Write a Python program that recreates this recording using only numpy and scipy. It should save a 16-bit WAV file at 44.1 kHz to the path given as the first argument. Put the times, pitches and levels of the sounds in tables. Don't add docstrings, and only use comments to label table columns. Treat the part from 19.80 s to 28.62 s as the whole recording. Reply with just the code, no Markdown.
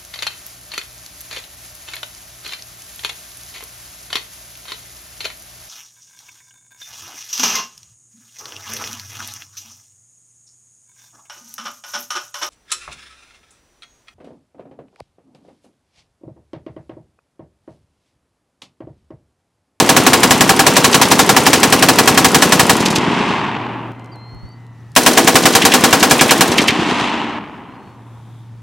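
import sys
import numpy as np
from scipy import signal
from scipy.io import wavfile
from scipy.ndimage import uniform_filter1d

SR = 44100
rng = np.random.default_rng(int(sys.argv[2]) if len(sys.argv) > 2 else 0)


def inscribe(sig):
    pcm = np.round(np.clip(np.atleast_2d(sig).T, -1, 1) * 32767)
    wavfile.write(sys.argv[1], SR, pcm.astype(np.int16))


N = 388962
LEAD = SR

# frequency in Hz, likeness from 0 to 1.
STEREO_LIKENESS = [(30, .1), (70, .6), (180, .97), (550, .97), (1650, .965), (4970, .87), (15000, .3)]
# frequency in Hz, level in dB.
AIR_WASH = [(25, -7.5), (60, -4.5), (120, 6), (250, -6), (520, -21), (900, -17), (2000, -22.5),
            (3600, -30.5), (6000, -33.5), (16000, -46)]
# start in seconds, extra delay of the bullet's slap in ms, slap level in dB.
SHOTS = [(-.009, 1.5, -9), (.165, 1.5, -2.5), (0.3319, -9.5, -12), (0.5076, 0, -7.5), (0.6927, 2, -1.5),
         (.8659, 1, 5), (1.0429, 4, 3), (1.2145, 0.5, -7), (1.3916, 3.5, 1), (1.565, -5, -21.5),
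         (1.7308, -2.5, -3), (1.9244, -7.5, -8.5), (2.086, 0, -4.5), (2.275, 2, -14), (2.4453, 3.5, -7.5),
         (2.6218, -5.5, -27), (2.7949, 2, 3), (5.1623, 5, -15), (5.3745, -0.5, -2), (5.555, 2.5, 0.5),
         (5.7513, 4.5, -13), (5.9377, 4.5, 0), (6.1274, 3.5, -2), (6.31, 2, -16), (6.508, 11.5, 4)]
# frequency in Hz, level in dB, decay in seconds.
BLAST_SPECTRUM = [(60, -15, 0.064), (170, -1, 0.048), (800, 2, .09), (1800, -1, 0.065), (3240, -2.5, 0.067),
                  (8100, -6, 0.069), (13900, -18.5, 0.091)]
# pitch in Hz, level in dB, decay in seconds.
TABLE_RINGS = [(140, -7, 0.1), (260, -1.5, 0.18), (488.3, -7, 0.33), (771.3, 9.5, 0.075), (937, -4, 0.052),
               (1106, 2, .08), (1664, 4.5, 0.081), (2262, 11, 0.028)]
# delay in seconds, level in dB, low and high edge in Hz,
# rise and decay in seconds. The slap's delays count from when it gets back to the listener.
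STRIKER_CLICK = (-.01, -22, 1500, 12000, .0005, .05)
BOLT_CLACKS = [(0.07, -7.5, 5060, 11000, 0.0014, 0.045), (.085, -25.5, 2000, 8330, 0.0015, .03)]
FENCE_ECHOES = [(.207, -7.5, 3010, 8093, .003, 0.093), (.214, -8.5, 2000, 8950, 0.00038, .012),
                (.233, -6.5, 1500, 9000, .0005, 0.0095)]
BANK_SLAP = [(0, -7.5, 3500, 11000, 0.00087, 0.013), (.004, -1, 2157, 6500, 0.0024, 0.059),
             (.029, -3.5, 1500, 5000, .001, .02)]
# delay in seconds, level in dB, width in seconds.
THUMPS = [(.16, -0.5, 0.00034), (0.211, 3, 0.00054), (.234, 4.5, 0.00025), (.287, 6, 0.00091),
          (0.389, 2, 0.0012), (0.483, -2, .0008), (0.516, -0.5, 0.00077), (0.611, -2.5, 0.00094)]
# frequency in Hz, level in dB.
GROUND_SPECTRUM = [(40, -44), (90, -30), (150, -8), (250, 4.5), (400, -3.5), (560, -6.5), (1000, -9),
                   (2500, -13.5), (6000, -14), (15000, -23)]
TREE_SPECTRUM = [(60, -23.5), (130, -5.5), (250, 4), (550, -9.5), (900, 3.5), (1400, -2.5), (2700, 2.5),
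                 (5000, 1.5), (12000, 1)]
# frequency in Hz, base loss in dB per second (scaled for each echo).
AIR_LOSS = [(100, 2.5), (1000, 5), (3000, 13.5), (5000, 26), (8000, 34.5), (15000, 66)]
# ground in dB, trees in dB, tree treble tilt in dB per octave,
# thumps in dB.
STRING_ECHOES = [(-13.5, -16, -1, 0.5), (-13.5, -18, 1, 0.5)]
# start and length in seconds, first and last Hz, level in dB.
HUM_NOTES = [(3.0, 2.5, 119.5, 117, -37.5), (8.0, 1.285, 116.5, 115, -36.5)]
BIRD_PIPS = [(4.74, .05, 4600, 4580, -66), (7.935, .04, 4830, 4860, -65)]
# start and time of highest pitch in seconds, that pitch in Hz, level in dB.
WHINES = [(4.05, 4.4, 2068, -52), (4.45, 4.3, 1965, -59), (4.05, 4.35, 1395, -58)]
# multiple of its pitch, level in dB.
WHINE_TONES = [(1, 0), (1.5, -11), (2, -15)]
# time in seconds, level in dB.
GUSTS = [(4.05, -44), (4.55, -30.5), (4.64, -30), (8.76, -52)]
# start in seconds, level in dB, frequency in Hz near the bottom of the band.
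TICKS = [(4.1175, -55, 3010), (4.1954, -40, 3100), (4.2443, -42, 3500), (4.2594, -42, 3030),
         (4.3574, -42, 4160), (4.5474, -49, 4270), (4.6894, -49, 4510), (4.8663, -46, 3800),
         (5.1178, -41, 3820)]
# time in seconds, pitch in Hz, level in dB.
BIRD_WHISTLES = [
    [(4.312, 4468, -64), (4.322, 4695, -49), (4.332, 4743, -45), (4.358, 4147, -53), (4.438, 4176, -48),
     (4.644, 4336, -52), (4.722, 4594, -53), (4.744, 4461, -54), (4.758, 4555, -72)],
    [(7.86, 4118, -72), (7.926, 4137, -64), (7.946, 4268, -68), (7.954, 4204, -64), (7.98, 4242, -69),
     (8.082, 4378, -64), (8.138, 4385, -69), (8.15, 4351, -78)],
]
# start in seconds, level in dB.
BIRD_CHIRPS = [(4.52, -66), (4.585, -66), (4.647, -63), (4.712, -63), (4.92, -68), (4.994, -63),
               (5.076, -65)]
# start in seconds, level in dB.
CLANKS = [(5.818, 3.5), (6.392, 3.5), (6.781, 8.5)]
# low and high edge in Hz, rise and decay in seconds.
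CLANK_SHAPE = (1900, 3300, 0.0016, 0.083)
# time in seconds, level at 3-4 kHz in dB, treble level in dB.
RUSTLE = [(7.6, -75, -75), (8.15, -66.5, -68.5), (8.3, -64.5, -65), (8.599, -62, -64), (8.72, -70.5, -72),
          (8.82, -73, -76)]


def gain_of(db):
    return 10 ** (np.asarray(db) / 20)


def look_up(table, hz, column=1):
    columns = np.transpose(table)
    return np.interp(np.log(hz + 1), np.log(columns[0] + 1), columns[column])


def add(mix, start_s, sound):
    part = mix[..., LEAD + round(start_s * SR):][..., :sound.shape[-1]]
    part += sound[..., :part.shape[-1]]


def shape_noise(pair, db_of, size):
    overlap = size * 3 // 4
    hz, t, spectra = signal.stft(pair, SR, nperseg=size, noverlap=overlap)
    same = np.clip(look_up(STEREO_LIKENESS, hz), 0, 1)[:, None]
    mid, side = np.sqrt((1 + same) / 2) * spectra[0], np.sqrt((1 - same) / 2) * spectra[1]
    spectra = np.array([mid + side, mid - side]) * gain_of(db_of(hz[:, None], t))
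    return signal.istft(spectra, SR, nperseg=size, noverlap=overlap)[1][:, :pair.shape[1]]


def noise_band(low_hz, high_hz, size, width=.083):
    mid, side = rng.standard_normal((2, size))
    edges = signal.butter(2, [low_hz, high_hz], "band", fs=SR, output="sos")
    noise = signal.sosfilt(edges, [mid + width * side, mid - width * side])
    return noise / noise.std()


def puff(db, low_hz, high_hz, rise_s, decay_s):
    noise = noise_band(low_hz, high_hz, size=4000)
    t = np.arange(noise.shape[1]) / SR
    return noise * gain_of(db - 60 * t / decay_s) * np.minimum(t / rise_s, 1)


def tone(t, hz, db, fade_s, waver=.002):
    knots_s = np.arange(300) / 100
    drift, flutter_db = (np.interp(t - t[0], knots_s, row) for row in rng.standard_normal((2, 300)))
    turns = np.cumsum(hz * (1 + waver * drift)) / SR
    ends = np.minimum(np.minimum(t - t[0], t[-1] - t) / fade_s, 1)
    return t[0], np.sqrt(2) * gain_of(db + flutter_db) * np.sin(2 * np.pi * turns) * ends


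def open_air(db=-45.5):
    swell = uniform_filter1d(rng.standard_normal(N + LEAD), size=4096) * 64
    wash = shape_noise(rng.standard_normal((2, N + LEAD)), lambda hz, s: look_up(AIR_WASH, hz), size=1024)
    return wash * gain_of(db + 1.5 * swell) / wash.std()


def gunfire(cycle_s=.176, early_shots=4, second_string_s=5, slap_return_s=.257, alike=.7):
    mix = np.zeros((2, N + LEAD))
    shared_noise = rng.standard_normal((2, 8000))
    echoes = [[range_echo(*row) for _ in range(2)] for row in STRING_ECHOES]
    first_s, *first_slap = SHOTS[0]
    early = [(first_s - k * cycle_s, *first_slap) for k in range(early_shots, 0, -1)]
    for k, (start, later_ms, slap_db) in enumerate(early + SHOTS):
        scatter = alike * shared_noise + np.sqrt(1 - alike ** 2) * rng.standard_normal(shared_noise.shape)
        add(mix, start, muzzle_blast(scatter))
        add(mix, start, echoes[start > second_string_s][k % 2])
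        for delay, *shape in [STRIKER_CLICK] + BOLT_CLACKS + FENCE_ECHOES:
            add(mix, start + delay, puff(*shape))
        slap_s = start + slap_return_s + later_ms / 1000
        for delay, *shape in BANK_SLAP:
            add(mix, slap_s + delay, gain_of(slap_db) * puff(*shape))
    return mix


def muzzle_blast(scatter):
    def colour_db(hz, s):
        return 24 + look_up(BLAST_SPECTRUM, hz) - 60 * s / look_up(BLAST_SPECTRUM, hz, column=2)

    t = np.arange(scatter.shape[1]) / SR
    wave = shape_noise(scatter, colour_db, size=128)
    ring = sum(gain_of(db - 60 * t / decay_s) * np.sin(2 * np.pi * hz * rng.uniform(.985, 1.015) * t)
               for hz, db, decay_s in TABLE_RINGS)
    return (wave + ring) * np.minimum(t / .0007, 1)


def range_echo(ground_db, trees_db, tilt_db, thumps_db, trees_s=.6):
    def colour_db(hz, s):
        loss_db = s * look_up(AIR_LOSS, hz)
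        sag_db = 17 * np.minimum(s, trees_s)
        ground = look_up(GROUND_SPECTRUM, hz) + ground_db - sag_db - 1.27 * loss_db
        wait_s = np.maximum(trees_s - s, 0)
        swell_db = -12 * np.minimum(wait_s / .059, 1) - 31.5 * wait_s
        treble_db = tilt_db * np.log2(1 + hz / 1000)
        trees = look_up(TREE_SPECTRUM, hz) + trees_db + treble_db + swell_db - 1.432 * loss_db
        return 20 * np.log10(np.hypot(gain_of(ground), gain_of(trees)))

    t = np.arange(SR * 5 // 2) / SR
    scatter = rng.standard_normal((2, len(t)))
    scatter *= gain_of(30.6 * uniform_filter1d(rng.standard_normal(len(t)), size=100))
    scatter /= scatter.std()
    late_s = np.maximum(t - trees_s, 0)
    fall = gain_of(-28 * late_s) + gain_of(-25.5 - 2.5 * late_s)
    roll = gain_of(18) * shape_noise(scatter, colour_db, size=512) * fall * np.minimum(t / .012, 1)
    for delay, db, width_s in THUMPS:
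        offset = (t[:SR] - delay) / width_s
        thump = (1 - offset ** 2) * np.exp(-offset ** 2 / 2)
        roll[:, :SR] += gain_of(db + thumps_db) * thump
    return roll


def glide(start, length_s, first_hz, last_hz, db, fade_s=.0072, waver=.002):
    t = np.arange(start, start + length_s, 1 / SR)
    return tone(t, np.linspace(first_hz, last_hz, len(t)), db, fade_s, waver)


def whine(start, top_s, top_hz, db, end_s=5.3, fade_db_per_s=11):
    t = np.arange(start, end_s, 1 / SR)
    hz = top_hz * (1 - .16 * (t - top_s) ** 2)
    level_db = db - fade_db_per_s * (t - start)
    return start, sum(tone(t, multiple * hz, level_db + tone_db, fade_s=.15, waver=.007)[1]
                      for multiple, tone_db in WHINE_TONES)


def wind_bump(time_s, db):
    return time_s - .04, gain_of(db) * noise_band(25, 90, size=4000, width=.8) * np.hanning(4000)


def tick(start, db, hz):
    return start, puff(db - 4.5, hz * .9, hz * 2.7, rise_s=.0003, decay_s=.014)


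def bird_whistle(rows):
    times, hz, db = np.transpose(rows)
    t = np.arange(times[0], times[-1], 1 / SR)
    return tone(t, np.interp(t, times, hz), np.interp(t, times, db), fade_s=.006)


def bird_chirp(start, db, length_s=.021):
    progress = np.linspace(0, 1, round(length_s * SR))
    arch = 1 - ((progress - .62) / .62) ** 2
    return tone(start + progress * length_s, 5200 + 850 * arch, db - 7.5 + 5 * arch, fade_s=.006)


def metal_clank(start, db):
    return start, puff(db, *CLANK_SHAPE)


def rustle():
    times, low_db, high_db = np.transpose(RUSTLE)
    t = np.arange(times[0], times[-1], 1 / SR)
    low = gain_of(np.interp(t, times, low_db)) * noise_band(3180, 3810, SR * 2)[:, :len(t)]
    high = gain_of(np.interp(t, times, high_db)) * noise_band(4500, 11500, SR * 2, width=.94)[:, :len(t)]
    return times[0], low + high


def overload(mix, threshold_db=-15.5, response_s=.22):
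    memory = np.exp(-1 / (response_s * SR))
    power = signal.lfilter([1 - memory], [1, -memory], np.minimum(mix ** 2, 1).mean(0))
    cut_db = .9 * np.maximum(10 * np.log10(power + 1e-12) - threshold_db, 0)
    return .74 * np.tanh(mix / gain_of(cut_db) / .78)


def repeat(heard, delay_s=.1, db=-.17):
    t = np.arange(N) / SR
    on = (t < 4.12) | ((t >= 5.25) & (t < 7.59))
    delayed = heard[:, LEAD - round(delay_s * SR):][:, :N]
    return heard[:, LEAD:] + gain_of(db) * on * delayed


def scene():
    mix = gunfire()
    for row in CLANKS:
        add(mix, *metal_clank(*row))
    mix += open_air()
    for row in GUSTS:
        add(mix, *wind_bump(*row))
    add(mix, *rustle())
    for rows in BIRD_WHISTLES:
        add(mix, *bird_whistle(rows))
    for row in HUM_NOTES:
        add(mix, *glide(*row, fade_s=.34, waver=.014))
    for rows, voice in (BIRD_PIPS, glide), (WHINES, whine), (BIRD_CHIRPS, bird_chirp), (TICKS, tick):
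        for row in rows:
            add(mix, *voice(*row))
    return repeat(overload(mix))


def record(dry, low_hz=62, high_hz=16100):
    balanced = dry * gain_of([[.2], [-.2]])
    bass_cut = signal.butter(2, low_hz, "high", fs=SR, output="sos")
    clipped = np.clip(signal.sosfilt(bass_cut, balanced), -1, 1)
    treble_cut = signal.firwin(511, high_hz, window=("kaiser", 9), fs=SR)
    return np.clip(signal.oaconvolve(clipped, treble_cut[None], "same"), -1, 1)


dry = scene()
out = record(dry)
inscribe(out)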